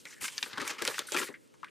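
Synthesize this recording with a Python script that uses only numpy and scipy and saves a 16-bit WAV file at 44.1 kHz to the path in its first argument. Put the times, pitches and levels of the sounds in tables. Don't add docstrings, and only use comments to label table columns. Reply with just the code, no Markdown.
import sys
import numpy as np
from scipy import signal
from scipy.fft import rfft, irfft, next_fast_len
from scipy.io import wavfile

SR = 44100
rng = np.random.default_rng(int(sys.argv[2]) if len(sys.argv) > 2 else 0)


def ratio(d):
    e = np.asarray(d, float) / 20
    return 10 ** e


def log_audio(samples):
    frames = np.atleast_2d(samples).T
    limited = np.clip(frames, -1, 1)
    pcm = np.round(limited * 32767).astype(np.int16)
    wavfile.write(sys.argv[1], SR, pcm)


N = 74970
BUCKLE_RISE_S, BUCKLE_FALL_S = 0.0015, 0.0045


def rms_one(x):
    return x / np.sqrt(np.mean(x ** 2) + 1e-20)


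def at_hz(points, hz):
    table_hz, values = np.array(points).T
    return np.interp(np.log(hz), np.log(table_hz), values)


def colour(x, points):
    size = next_fast_len(N + 8192)
    hz = np.arange(size // 2 + 1) * SR / size + 1
    return irfft(rfft(x, size) * ratio(at_hz(points, hz)), size)[..., :N]


def drift(rate_hz):
    r = np.exp(-2 * np.pi * rate_hz / SR)
    wander = signal.lfilter([1], [1, -2 * r, r * r], rng.standard_normal(N + SR))
    return rms_one(wander[SR:])


def band(x, hz, q):
    b, a = signal.iirpeak(hz, q, fs=SR)
    return signal.lfilter(b, a, signal.lfilter(b, a, x))


def high_pass(x, hz):
    return signal.sosfilt(signal.butter(2, hz, "high", fs=SR, output="sos"), x)


def grains(per_s, spread_db):
    sizes = ratio(spread_db * np.minimum(rng.exponential(1, N), 5)) * rng.choice([-1, 1], N)
    return rms_one(sizes * (rng.random(N) < per_s / SR))


def add(out, s, x):
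    i = int(s * SR)
    out[i:i + len(x)] += x[:len(out) - i]


def bursts(rows, source, q, rise_s, fall_s, other_db, other_ratio):
    out, t = np.zeros(N), np.arange(6000) / SR
    source = np.concatenate([source, source[:6000]])
    mode_ratios = rng.uniform(0.696, 1.4, (len(rows), 2))
    mode_db, mode_width_hz = -10, 170
    for (s, length, db, hz), ratios in zip(rows, mode_ratios):
        fall = np.exp(-np.maximum(t - length + fall_s / 2, 0) / fall_s)
        gate = np.clip(t / rise_s, 0, 1) * fall
        piece = gate * source[int(s * SR):][:6000]
        panel = rms_one(band(piece, hz, q))
        other = rms_one(band(piece, other_ratio * hz, 1.1))
        modes = sum(rms_one(band(piece, hz * m, hz * m / mode_width_hz)) for m in ratios)
        whole = panel + ratio(other_db) * other + ratio(mode_db) * modes
        add(out, s, ratio(db) * np.sqrt(np.mean(gate ** 2)) * whole)
    return out


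def hush():
    # f/Hz, level/dB
    tone_colour = [(30, -55), (100, -11), (300, -3.5), (520, -7), (700, -20.5), (2000, -20), (8000, -26),
                   (16000, -41)]
    # f/Hz, side minus mid level/dB
    tone_width = [(60, 15), (300, 4), (1400, 7.5), (3000, 7), (7000, -21), (15000, 7)]
    mid, side = colour(rng.standard_normal((2, N)), tone_colour)
    level = ratio(-66.5) / np.std(mid)
    return level * (mid + colour(side, tone_width) * [[1], [-1]])


def room(x):
    t60_s, level_db, wall_cut_hz = 0.24, -16, 3500
    tails = rng.standard_normal((2, 12000)) * ratio(-60 * np.arange(12000) / SR / t60_s)
    tails = tails / np.sqrt(np.sum(tails ** 2, axis=1, keepdims=True))
    r = np.exp(-2 * np.pi * wall_cut_hz / SR)
    late = np.pad(signal.lfilter([1 - r], [1, -r], tails), ((0, 0), (250, 0)))
    return ratio(level_db) * signal.fftconvolve(x[None], late, axes=1)[:, :N]


def slide():
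    # t/s, level/dB, brightness/(dB per octave)
    strokes = [(0, -59.5, 4), (.042, -71, -1), (0.101, -60.5, 0), (.2, -66.5, 2.5), (.212, -49.5, 0),
               (0.253, -40, 2.5), (0.302, -53, 1.1), (0.441, -50, 0.5), (.55, -59.5, -6), (.7, -42.5, -0.9),
               (.775, -59.5, -4.5), (0.868, -44.5, -1.2), (1.002, -48, 0.5), (1.06, -59.5, -3),
               (1.09, -59.5, -0.5), (1.181, -38.5, 1), (1.271, -54.5, 3.3), (1.345, -78.5, 1)]
    # f/Hz, level/dB
    sheet_colour = [(300, -9.5), (800, -2.5), (2000, 1.5), (5000, 0.5), (9000, -2.5), (13000, -10.5),
                    (16000, -22)]
    s, stroke_db, stroke_tilt = np.transpose(strokes)
    t = np.arange(N) / SR
    db, tilt = np.interp(t, s, stroke_db), np.interp(t, s, stroke_tilt)
    out, shared, patchy_db = 0, drift(25), 3.0
    fibres = [grains(per_s=11000, spread_db=2.5) for _ in range(2)]
    for k, low in enumerate(300 * 2 ** np.arange(0, 6, 0.5)):
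        half_octave = signal.butter(2, [low, low * 2 ** 0.5], "band", fs=SR, output="sos")
        part = signal.sosfilt(half_octave, fibres[k % 2])
        bright_db = tilt * np.log2(low / 3400)
        flicker_db = patchy_db * (0.5 * shared + drift(8.8))
        out = out + part * ratio(at_hz(sheet_colour, low * 2 ** 0.26) + bright_db + flicker_db)
    return ratio(db + 6.0) * out


def flaps():
    # t/s, length/s, level/dB, centre f/Hz
    flap_rows = [(.052, 0.012, -58.5, 534), (.22, 0.021, -54.5, 246), (.215, 0.014, -61.5, 102),
                 (.53, 0.03, -61, 145), (.6, 0.036, -59.5, 130), (.78, 0.024, -64, 251),
                 (.94, 0.011, -66, 165), (.43, 0.011, -53.5, 364), (.46, 0.0062, -49.5, 464),
                 (.575, 0.013, -42.5, 304), (.61, 0.028, -46, 298), (.69, 0.037, -48.5, 430),
                 (.815, 0.0085, -35, 407), (.85, 0.035, -52.5, 450), (.875, 0.024, -39, 484),
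                 (.99, 0.01, -42, 438), (1.118, 0.0032, -35.5, 500), (1.145, 0.045, -40.5, 341),
                 (1.19, 0.054, -48, 290), (1.288, 0.014, -45, 382)]
    return bursts(flap_rows, rng.standard_normal(N), q=0.76, rise_s=0.004, fall_s=0.018,
                  other_db=-20, other_ratio=0.33)


def swishes(crackle):
    # t/s, length/s, level/dB, centre f/Hz
    swish_rows = [(.07, 0.028, -57, 6150), (.1, 0.042, -56.5, 5870), (.15, 0.039, -66, 7500),
                  (.21, 0.02, -45, 8900), (.239, .025, -54, 6150), (.385, 0.0063, -63, 6200),
                  (.65, .02, -50, 7900), (.681, 0.032, -48, 6200), (1.068, 0.044, -50, 8550),
                  (1.125, .022, -46, 6840), (1.164, .008, -48, 7200), (1.188, 0.014, -39, 6860),
                  (1.24, 0.014, -48, 8500), (1.326, .003, -59.5, 6000), (.49, 0.047, -60.5, 5200),
                  (1.545, 0.0088, -71, 6000)]
    return bursts(swish_rows, crackle, q=1.8, rise_s=BUCKLE_RISE_S, fall_s=BUCKLE_FALL_S,
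                  other_db=-6, other_ratio=0.61)


def creaks(crackle):
    # t/s, length/s, level/dB, centre f/Hz
    creak_rows = [(.051, 0.015, -48, 2060), (.064, 0.0052, -49, 2120), (.087, 0.008, -53, 2000),
                  (.105, 0.012, -59, 1790), (.125, 0.0075, -51, 1910), (.14, .015, -68, 1900),
                  (.162, 0.011, -60, 1790), (.174, 0.012, -60, 1780), (.19, 0.013, -63, 1870),
                  (.212, 0.0084, -44.5, 2160), (.224, 0.0064, -47, 1960), (1.081, 0.0064, -42, 1600),
                  (1.266, 0.016, -46.5, 1930), (1.303, 0.026, -58.5, 1700), (1.339, 0.016, -48.5, 1925),
                  (1.36, 0.021, -74, 1850), (1.538, 0.0064, -61.5, 1084), (1.655, 0.032, -58, 1770)]
    return bursts(creak_rows, crackle, q=3.2, rise_s=2 * BUCKLE_RISE_S, fall_s=0.0088,
                  other_db=-22, other_ratio=1.03)


def buckles(crackle):
    # t/s, length/s, level/dB, centre f/Hz
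    buckle_rows = [(.24, .02, -37.5, 2124), (.28, 0.0091, -39, 2190), (.381, 0.0096, -43, 1950),
                   (.4262, 0.0021, -59, 2380), (.43, 0.012, -40, 1930), (.458, 0.014, -47.5, 1490),
                   (.512, 0.0082, -51.5, 1470), (.535, 0.012, -50.5, 1500), (.555, .012, -51, 1580),
                   (.572, 0.0062, -38.5, 1300), (.5775, 0.0074, -33, 1350), (.598, 0.017, -37, 1774),
                   (.615, .013, -38.5, 1440), (.64, 0.039, -51, 1530), (.678, 0.0062, -39, 1840),
                   (.694, 0.019, -36.5, 1900), (.72, 0.0067, -47, 1480), (.7825, 0.025, -42.5, 1910),
                   (.813, 0.02, -41, 1690), (.853, 0.011, -39, 1920), (.868, 0.0047, -35, 2590),
                   (.879, 0.0092, -39, 1750), (.895, 0.028, -44, 1300), (.94, 0.014, -41.5, 1850),
                   (.995, 0.029, -47.5, 1630), (1.114, 0.0056, -49, 1980), (1.123, 0.015, -40, 2780),
                   (1.1432, 0.012, -31.5, 1080), (1.1435, 0.0061, -35.5, 2500), (1.156, .006, -43, 1580),
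                   (1.163, 0.012, -28.5, 2046), (1.18, 0.017, -33.5, 1980), (1.2, 0.0059, -36, 1465),
                   (1.213, 0.0073, -34.5, 2000), (1.224, 0.0077, -36, 1300), (1.231, 0.0039, -36.5, 2340),
                   (1.24, 0.013, -46.5, 1770), (1.283, 0.006, -45, 1750), (.59, 0.014, -56, 4000)]
    return bursts(buckle_rows, crackle, q=0.85, rise_s=BUCKLE_RISE_S, fall_s=BUCKLE_FALL_S,
                  other_db=-12, other_ratio=2.19)


def rings():
    # t/s, f/Hz, level/dB
    ring_rows = [(.38, 1820, -36), (.38, 4540, -30), (0.3793, 6330, -34), (.428, 980, -35),
                 (0.427, 2490, -26), (.428, 3150, -35), (.428, 3870, -28.5), (0.5316, 3100, -42),
                 (.5325, 4300, -52), (0.8218, 1645, -30), (0.82, 2900, -41), (0.851, 1420, -30),
                 (.852, 2970, -30.5), (0.8758, 1440, -27), (0.8768, 3136, -24), (0.8768, 4000, -32),
                 (.992, 3540, -26), (0.991, 1120, -31), (1.1205, 6830, -31.5), (1.1205, 3770, -30.5),
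                 (1.6312, 1095, -42), (1.6321, 1420, -45), (1.6455, 2090, -40), (1.6468, 1510, -38),
                 (1.29, 395, -34.5), (.823, 447, -30.5), (0.052, 550, -50), (1.121, 545, -30)]
    out, t, t60_s = np.zeros(N), np.arange(2500) / SR, 0.018
    for s, hz, db in ring_rows:
        add(out, s, ratio(db - 60 * t / t60_s) * np.sin(2 * np.pi * hz * t))
    return high_pass(out, 350)


def snaps():
    # t/s, peak level/dB, centre f/Hz, treble level/dB, sharpness Q
    snap_rows = [(0.054, -32, 2280, -39, 0.52), (.127, -43.5, 1950, -17, 6.1),
                 (0.232, -28.5, 4200, -7, 1.8), (0.243, -20, 2780, -9, 0.38),
                 (0.281, -22.5, 3130, -33, 0.35), (.38, -19.5, 3970, -40, 1.3),
                 (.428, -15.5, 2770, -39, 0.81), (0.532, -28, 3370, -39, 1.3),
                 (0.6167, -25, 1470, 5.5, 1.2), (0.6776, -16, 2430, -1.5, 0.27),
                 (0.8218, -14.5, 2020, -15, 0.23), (0.8519, -15.5, 1440, 5.5, 0.85),
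                 (0.8768, -12, 3240, -7.5, 0.76), (.942, -46, 2800, -17, 1.2),
                 (0.982, -23.5, 1390, 1.5, 1.27), (0.992, -14, 3450, 3, 1.2),
                 (1.1209, -20, 4100, -0.5, 0.93), (1.475, -52.5, 5500, -2, 0.54),
                 (1.54, -48.5, 1090, -4, 0.48), (1.6315, -33.5, 1130, -39, 2.4),
                 (1.6449, -34, 2240, -20, 0.87), (1.684, -47, 2520, -25, 3)]
    t60_s, tail_t60_s, treble_t60_s = 0.017, 0.06, 0.016
    tail_db, splinter_db, splinter_share = -27, -11, 0.25
    out, t = np.zeros(N), np.arange(4000) / SR
    for s, db, hz, treble_db, q in snap_rows:
        noise = rng.standard_normal(4000)
        splinters = noise * (rng.random(4000) < splinter_share)
        crack = ratio(splinter_db - 60 * t / t60_s) * splinters
        crack[0] = -1
        body = band(crack + noise * ratio(tail_db - 60 * t / tail_t60_s), hz, max(q, 0.3))
        treble = band(crack * ratio(-60 * t / treble_t60_s), 6830, 1.3)
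        both = body / np.abs(body).max() + ratio(treble_db) * treble / np.abs(treble).max()
        add(out, s, ratio(db) * both / np.abs(both).max())
    return out


def desk(x):
    dip_hz, width_hz, depth = 692, 198, 0.97
    b, a = signal.iirpeak(dip_hz, dip_hz / width_hz, fs=SR)
    return x - depth * signal.lfilter(b, a, x)


def two_ports(paper, creases, around):
    # f/Hz, left minus right level/dB
    port_lean = [(60, 10), (150, 20), (300, 12), (550, 10.5), (1100, 3.5), (2500, 8.5), (15000, 0.5)]
    # f/Hz, level under mid/dB
    port_spread = [(60, -20), (150, -7), (400, -16), (1000, -17.5), (2500, -10.5), (5000, 3.5), (9000, -7),
                   (15000, -1)]
    # f/Hz, side level/dB
    side_dip = [(1400, 0), (1900, -18), (6000, -22), (7500, 0)]
    jumps_hz = 157
    lean_side = [(hz, 20 * np.log10(abs(np.tanh(db * np.log(10) / 40)) + 0.0012)) for hz, db in port_lean]
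    low = signal.sosfilt(signal.butter(4, 1200, fs=SR, output="sos"), paper)
    jumping = low * drift(jumps_hz / 10) + (paper - low) * drift(jumps_hz)
    side = colour(paper, lean_side) + colour(jumping, port_spread)
    left, right = around
    side = colour(side + (left - right) / 2, side_dip)
    t = np.arange(N) / SR
    side = side + ratio(-11.5) * creases * (t > 0.39) * (t < 0.56)
    return paper + (left + right) / 2 + side * [[1], [-1]]


def scene():
    crackle = grains(per_s=9000, spread_db=2.6) * ratio(1.8 * drift(180))
    creases = snaps() + rings()
    paper = slide() + flaps() + swishes(crackle) + creaks(crackle) + buckles(crackle) + creases
    paper = desk(high_pass(paper, 87.5))
    return two_ports(paper, creases, room(paper) + hush())


def top_cut(x):
    return signal.sosfilt(signal.butter(12, 16360, fs=SR, output="sos"), x)


def record(dry):
    mix = signal.sosfilt(signal.cheby2(10, 40, 16000, fs=SR, output="sos"), dry)
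    return top_cut(mix)


dry = scene()
out = record(dry)
log_audio(out)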